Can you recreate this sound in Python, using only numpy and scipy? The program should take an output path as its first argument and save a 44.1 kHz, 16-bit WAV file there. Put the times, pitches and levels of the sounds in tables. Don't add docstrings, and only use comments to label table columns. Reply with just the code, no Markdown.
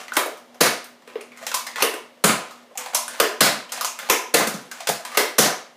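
import sys
import numpy as np
from scipy import signal
from scipy.fft import rfft, irfft
from scipy.io import wavfile
from scipy.ndimage import uniform_filter1d

SR = 44100
rng = np.random.default_rng(int(sys.argv[2]) if len(sys.argv) > 2 else 0)


def output_pcm(signal):
    pcm = np.clip(np.atleast_2d(signal).T, -1, 1) * 32767
    wavfile.write(sys.argv[1], SR, np.round(pcm).astype(np.int16))


def how_loud(loudness_db):
    steps = np.asarray(loudness_db, float) / 20
    return 10 ** steps


N = 254016

# (frequency [Hz], rms level [dB])
HUM = [(121, -72.5), (242, -59)]
# (frequency [Hz], density [dB per Hz])
AIR_SPECTRUM = [(24, -67), (40, -44), (158, -9), (241, -5.5), (387, -6), (522, 0), (1450, -12.5),
                (2060, -11), (2570, -18.5), (2770, -12.5), (4460, -18.5), (14400, -30.5), (15500, -31)]
# (frequency [Hz], time to fall 60 dB [s])
ROOM_T60 = [(130, 0.24), (330, 0.37), (870, 0.45), (2300, 0.43), (6000, 0.39), (14000, 0.27)]
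# (delay [ms], level [dB])
WALLS = [(3.1, -9.5), (6.5, -15.5), (9, -15), (13, -16), (18, -27), (24, -17)]
# (frequency [Hz], width [Hz], gain [dB])
SHELL = [(500, 137, 2), (694, 104, 3), (1013, 53, 4), (1242, 54, 4.5), (2220, 88, 3), (4340, 420, 0.5),
         (6230, 340, 1), (9100, 1200, 1.5)]
# (frequency [Hz], density [dB per Hz])
RUB_SPECTRUM = [(120, -49), (200, -34), (258, -26), (376, -38), (512, 2), (963, 2), (1880, 1.5),
                (6770, -8.5), (15000, -19)]
# (start [s], end [s], start level [dB], end level [dB])
STROKES = [(0.0, 0.173, -35, -87), (1.07, 1.3, -53, -72), (1.33, 1.439, -62, -40.5),
           (1.447, 1.54, -50, -63.5), (1.682, 1.743, -36.5, -54), (1.75, 1.818, -61, -21.5),
           (2.457, 2.65, -47.5, -68), (2.783, 2.94, -34, -57.5), (3.079, 3.196, -41, -45),
           (3.718, 3.854, -37, -41.5), (3.983, 4.1, -44, -42), (4.6, 4.778, -72, -43.5),
           (4.781, 4.87, -40.5, -64), (5.053, 5.166, -54, -35.5)]

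# (frequency [Hz], density [dB per Hz])
CLICK_SPECTRUM = [(120, -65), (200, -24.5), (413, -23.5), (627, -8), (809, -11), (1020, -7.5), (1550, -8),
                  (1730, -8.5), (3450, -10.5), (6760, -10.5), (15300, -19.5)]
SLAM_SPECTRUM = [(59, -51), (100, -55), (180, -25.5), (299, -6.5), (418, -5), (611, -6.5), (803, -11.5),
                 (1010, -6), (1480, -11.5), (2160, -9), (3030, -11), (9830, -9), (15300, -11)]
SHOT_SPECTRUM = [(59, -40), (100, -5), (227, -0.5), (377, -5.5), (574, -2), (723, -5), (856, -7.5),
                 (1420, -4), (3160, -9.5), (4420, -8.5), (7970, -12), (10000, -11.5), (15300, -16)]

# (time [s], blow [dB], ring [Hz], snap [dB])
CLICKS = [(0.081, -25.5, 2020, -19), (0.12, -19, 1400, -22.5), (1.1, -37, 950, -20),
          (1.318, -33.5, 2310, -19), (1.373, -31.5, 2050, -9), (1.427, -25.5, 670, -13),
          (2.509, -28, 1220, -13), (2.754, -30, 790, -14), (2.86, -20.5, 804, -11),
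          (2.949, -6.5, 1020, -3.2), (3.08, -18.5, 1550, -2.5), (3.134, -28, 950, -8),
          (3.775, -21, 704, -12), (3.81, -11, 1140, -2), (3.846, -9.5, 960, -4), (3.989, -18.5, 1550, -5),
          (4.804, -21.5, 705, -7), (5.117, -25, 1160, -13)]
# (time [s], blow [dB], ring [Hz], snap [dB])
RATCHETS = [
    (0.134, -23, 1500, -2),
    (0.543, -35.5, 716, -14),
    (1.207, -29, 2600, -11),
    (1.541, -7.5, 1025, -2),
    (1.665, -16.5, 1840, -4),
    (2.773, -15.5, 2500, 8),
]
# (time [s], blow [dB], ring [Hz], snap [dB])
GRIPS = [
    (0.842, -30.5, 800, 1),
    (1.02, -44, 2930, -17),
    (1.466, -14, 2280, -10.5),
    (1.515, -16.5, 1460, -16),
    (3.72, -15.5, 1200, -4.5),
    (4.713, -21, 656, -9),
    (4.871, -9, 2060, -11),
    (5.05, -19, 1530, -13.5),
]
# (time [s], blow [dB], ring [Hz], chatter [ms])
CATCHES = [
    (1.544, -14.5, 4800, 6.5),
    (2.946, -6, 6100, 5),
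    (3.853, -20, 4600, 4.5),
    (0.37, -38, 3000, 14),
]
# (time [s], blow [dB], ring [Hz], chatter [ms])
TOUCHES = [
    (1.758, -16, 1880, 3.1),
    (3.688, -31, 3050, 26),
    (.153, -18.5, 1600, 7.8),
    (1.779, -17, 1010, 9),
    (2.932, -18.5, 637, 9.9),
    (3.19, -30, 800, 5.4),
    (4.088, -19.5, 820, 3.9),
    (5.146, -22.5, 1180, 7.7),
]
# (time [s], blow [dB], ring [Hz], chatter [ms])
SLAMS = [
    (0.165, 4, 520, 7.9),
    (1.822, 5, 500, 3.32),
    (3.198, 8, 400, 8.26),
    (4.097, 8, 580, 4.74),
    (5.171, 8, 500, 5.9),
]
# (time [s], blow [dB], ring [Hz], snap [dB])
BUMPS = [
    (0.258, -9.5, 620, -11),
    (1.154, -13.5, 412, -29.5),
    (2.708, -29.5, 537, -47),
]
# (time [s], blow [dB], ring [Hz], snap [dB])
NUDGES = [
    (0.553, -35, 540, -27),
    (1.073, -24, 437, -28),
    (1.937, -13.5, 525, -20),
]
# (time [s], blow [dB], ring [Hz], chatter [ms])
BOUNCES = [
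    (.73, -35, 300, 12),
    (2.38, -30, 298, 11),
    (3.55, -28.5, 300, 13.7),
    (4.392, -15.5, 610, 2.6),
    (4.403, -12.5, 1230, 7.2),
    (4.53, -24.5, 200, 16.3),
    (4.6, -36, 180, 20),
    (4.645, -39, 200, 10.5),
    (5.5, -28, 1298, 6.6),
]
# (time [s], blow [dB], ring [Hz], snap [dB])
DARTS = [
    (0.661, -20.5, 1300, -7),
    (2.288, -17.5, 650, -17),
    (3.459, -18.5, 2000, -12),
    (4.468, -24, 1230, 4),
    (5.455, -21, 1300, -14),
]
# (time [s], blow [dB], ring [Hz], chatter [ms])
SHOTS = [
    (0.604, -7, 654, 11.15),
    (2.238, -8.5, 716, 7.5),
    (3.405, -6, 684, 5.96),
    (4.338, -9, 555, 7.7),
    (5.381, -5.5, 1460, 9),
]
# (time [s], blow [dB], ring [Hz], chatter [ms])
WEAK_SHOTS = [
    (4.886, -18, 634, 7.25),
]
# (level beside the usual [dB], ring [Hz])
THUD_TONES = [
    (-.8, 400),
    (3, 600),
    (-.8, 230),
    (.8, 300),
    (1.5, 750),
    (-1.5, 300),
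]


def evened(x):
    return x / np.sqrt(np.mean(x ** 2) + 1e-20)


def read(points, hz):
    f, value = np.transpose(points)
    return np.interp(np.log(hz + 1), np.log(f + 1), value)


def band(x, hz, kind, order=2):
    return signal.sosfilt(signal.butter(order, hz, kind, fs=SR, output="sos"), x)


def coloured(points):
    hz = np.fft.rfftfreq(N, 1 / SR)
    return evened(irfft(rfft(rng.standard_normal(N)) * how_loud(read(points, hz)), N))


def causal(db):
    both_sides = np.concatenate([db, db[-2:0:-1]])
    log_gain = np.log(how_loud(np.maximum(both_sides, -100)))
    h = np.fft.ifft(np.exp(log_gain - 1j * signal.hilbert(log_gain).imag)).real
    return h / np.linalg.norm(h)


def resonance_db(hz, modes):
    return sum(db / (1 + (2 * (hz - f) / width) ** 2) for f, width, db in modes)


def wavering(hz):
    return evened(band(rng.standard_normal(N), hz, "low"))


def background():
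    t = np.arange(N) / SR
    waver = 1 + 0.54 * wavering(9.6)
    hum = sum(np.sqrt(2) * how_loud(db) * np.sin(2 * np.pi * hz * t) for hz, db in HUM)
    air = how_loud(-53) * coloured(AIR_SPECTRUM) * how_loud(0.27 * wavering(5.1))
    return air + waver * hum


def room(direct, spread, tail_db):
    out = direct.copy()
    for ms, db in WALLS:
        lag = round(ms * SR / 1000)
        out[lag:] += how_loud(db) * direct[:-lag] * rng.choice([-1, 1])
    turn = np.floor(np.arange(N) / SR * 9) % 4
    for k in range(4):
        hz, t, z = signal.stft(rng.standard_normal(SR), SR, nperseg=256)
        decay = how_loud(-60 * t / read(ROOM_T60, hz)[:, None])
        tail = signal.istft(z * decay, SR, nperseg=256)[1]
        tail *= np.minimum(np.arange(len(tail)) / SR / 0.0047, 1)
        fed = spread * uniform_filter1d(1. * (turn == k), 400)
        out += how_loud(tail_db) * signal.fftconvolve(fed, tail / np.linalg.norm(tail))[:N]
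    return out


def scrape():
    t, level = np.arange(N) / SR, np.zeros(N)
    for start, end, start_db, end_db in STROKES:
        level += how_loud(np.interp(t, [start, end], [start_db, end_db], -120, -120))
    slips = how_loud(2.4 * wavering(40))
    grain_size = how_loud(0.75 * np.minimum(rng.exponential(1, N), 5))
    grit = grain_size * (rng.random(N) < 2500 / SR)
    rub = coloured(RUB_SPECTRUM) * (.5 + evened(uniform_filter1d(grit, 30)))
    body = causal(resonance_db(np.fft.rfftfreq(2048, 1 / SR), SHELL))
    heard = evened(slips * signal.oaconvolve(rub, body)[:N])
    return how_loud(1.5) * uniform_filter1d(level, 300) * heard


def same_snap(table, ring_db, snap_db):
    return [(s, db, ring_db, snap_db, hz, ms) for s, db, hz, ms in table]


def same_chatter(table, ring_db, ms):
    return [(s, db, ring_db, snap_db, hz, ms) for s, db, hz, snap_db in table]


def knocks(table, colour, level_db, usual_snap_db, taps_per_ms, rise, ring_q, lumps_db, wet_db, rattle):
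    out, t, hz = np.zeros((2, N + 4096)), np.arange(2048) / SR, np.fft.rfftfreq(2048, 1 / SR)
    for s, blow_db, ring_db, snap_db, ring_hz, ms in table:
        chance, size, sign = rng.random((2048, 3)).T
        u = t / (max(ms, 1) / 1000)
        struck = chance < taps_per_ms * 1000 / SR
        taps = struck * (sign - .5) * how_loud(3.6 * size) + 0.11 * (size - .5)
        loose = rattle * (size > .7) * np.exp(-t / 0.016)
        taps *= np.minimum(u / rise, 1) ** 2 * (np.exp(-1.5 * u ** 2) + loose)
        snap = (snap_db - usual_snap_db) / (1 + (4000 / (hz + 1)) ** 3)
        panels = [(f, f / 5.3, lumps_db * (2 * k - 1)) for f, k in zip(300 * 45 ** chance[:14], sign)]
        plain_db = read(colour, hz) + snap + resonance_db(hz, SHELL + panels)
        ring = resonance_db(hz, [(ring_hz, ring_hz / ring_q, min(ring_db, 17))])
        gain = how_loud(level_db + blow_db)
        at = round(s * SR)
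        late = round((s + rise * ms / 2000) * SR)
        body = gain * causal(plain_db + ring)
        out[0, at:at + 4095] += signal.fftconvolve(taps / np.linalg.norm(taps), body)
        out[1, late:late + 2048] += gain * how_loud(wet_db) * causal(plain_db + 0.84 * ring)
    return out[:, :N]


def latches():
    rows = same_chatter(CLICKS, ring_db=14.5, ms=3.6) + same_chatter(RATCHETS, ring_db=13, ms=9.8)
    rows += same_chatter(GRIPS, ring_db=-3.0, ms=5.5)
    rows += same_snap(CATCHES, ring_db=5, snap_db=10.0) + same_snap(TOUCHES, ring_db=15.5, snap_db=-14.0)
    return knocks(rows, CLICK_SPECTRUM, level_db=16, usual_snap_db=-8.5, taps_per_ms=5.0, rise=0.19,
                  ring_q=3.5, lumps_db=6.0, wet_db=-1.5, rattle=0.35)


def floor_bounces():
    rows = same_snap(BOUNCES, ring_db=14.5, snap_db=-13)
    return knocks(rows, SHOT_SPECTRUM, level_db=16, usual_snap_db=-10, taps_per_ms=1.6, rise=1.0,
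                  ring_q=0.44, lumps_db=5, wet_db=5.0, rattle=0.15)


def wall_booms():
    table = [(s + .00301, db - 4.5, 330, 6.25) for s, db, *_ in DARTS]
    rows = same_snap(table, ring_db=10.5, snap_db=-25)
    return knocks(rows, SHOT_SPECTRUM, level_db=24.5, usual_snap_db=4, taps_per_ms=1.8, rise=0.412,
                  ring_q=1.3, lumps_db=8, wet_db=-6.5, rattle=0.092)


def slide_slams():
    rows = same_snap(SLAMS, ring_db=2.5, snap_db=-13.5)
    rows += same_chatter(BUMPS, ring_db=15.0, ms=4.5) + same_chatter(NUDGES, ring_db=3, ms=6)
    return knocks(rows, SLAM_SPECTRUM, level_db=11.5, usual_snap_db=-4.0, taps_per_ms=5.4, rise=0.6,
                  ring_q=1.4, lumps_db=6.5, wet_db=-2.5, rattle=0.36)


def slide_cracks():
    table = [(s + .0035, db - 1, 520, 1.33) for s, db, *_ in SLAMS]
    rows = same_snap(table, ring_db=8, snap_db=-4.5)
    return knocks(rows, SLAM_SPECTRUM, level_db=8.5, usual_snap_db=-3.0, taps_per_ms=2.6, rise=0.3,
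                  ring_q=3.0, lumps_db=7.5, wet_db=-12.5, rattle=0.041)


def plunger_thuds():
    releases = sorted(SHOTS + WEAK_SHOTS)
    table = [(s + .0085, db + 0.5 + more_db, hz, 5.5)
             for (s, db, *_), (more_db, hz) in zip(releases, THUD_TONES)]
    rows = same_snap(table, ring_db=7, snap_db=-12)
    return knocks(rows, SHOT_SPECTRUM, level_db=22, usual_snap_db=-1, taps_per_ms=1.5, rise=0.362,
                  ring_q=1.5, lumps_db=8.5, wet_db=-8, rattle=0.17)


def shots():
    rows = same_snap(SHOTS, ring_db=1.5, snap_db=2.0) + same_snap(WEAK_SHOTS, ring_db=9, snap_db=3.0)
    rows += same_chatter(DARTS, ring_db=1, ms=7.6)
    return knocks(rows, SHOT_SPECTRUM, level_db=27.5, usual_snap_db=-1.0, taps_per_ms=9.0, rise=0.97,
                  ring_q=2.6, lumps_db=4.5, wet_db=0.5, rattle=0.16)


def scene():
    rubbing = scrape() * how_loud(np.array([[0], [-3]]))
    blows = latches() + slide_slams() + slide_cracks()
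    firing = shots() + plunger_thuds() + wall_booms() + floor_bounces()
    direct, spread = rubbing + blows + firing
    return (room(direct, spread, tail_db=2) + background())[None]


def top_cut(x):
    return signal.sosfilt(signal.butter(12, 16390, fs=SR, output="sos"), x)


def record(dry):
    x = band(dry[0], 143.6, "high", order=6)
    x += how_loud(-96) * evened(band(rng.standard_normal(N), (40, 110), "band"))
    power_db = 10 * np.log10(signal.lfilter([.004], [1, -.996], x ** 2) + 1e-12)
    fall = np.arange(N) * 227.0 / SR
    held_db = np.maximum.accumulate(power_db + fall) - fall
    over_db = np.maximum(held_db + 13.5, 0)
    x = 0.94 * np.tanh(0.94 * x / how_loud(0.53 * over_db))
    edge = signal.firwin2(1023, [0, 15200, 15450, 16300, 16450, SR / 2], [1, 1, .03, .03, 0, 0],
                          fs=SR, window=("kaiser", 9))
    return top_cut(signal.oaconvolve(x, edge, "same")[None])


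dry = scene()
out = record(dry)
output_pcm(out)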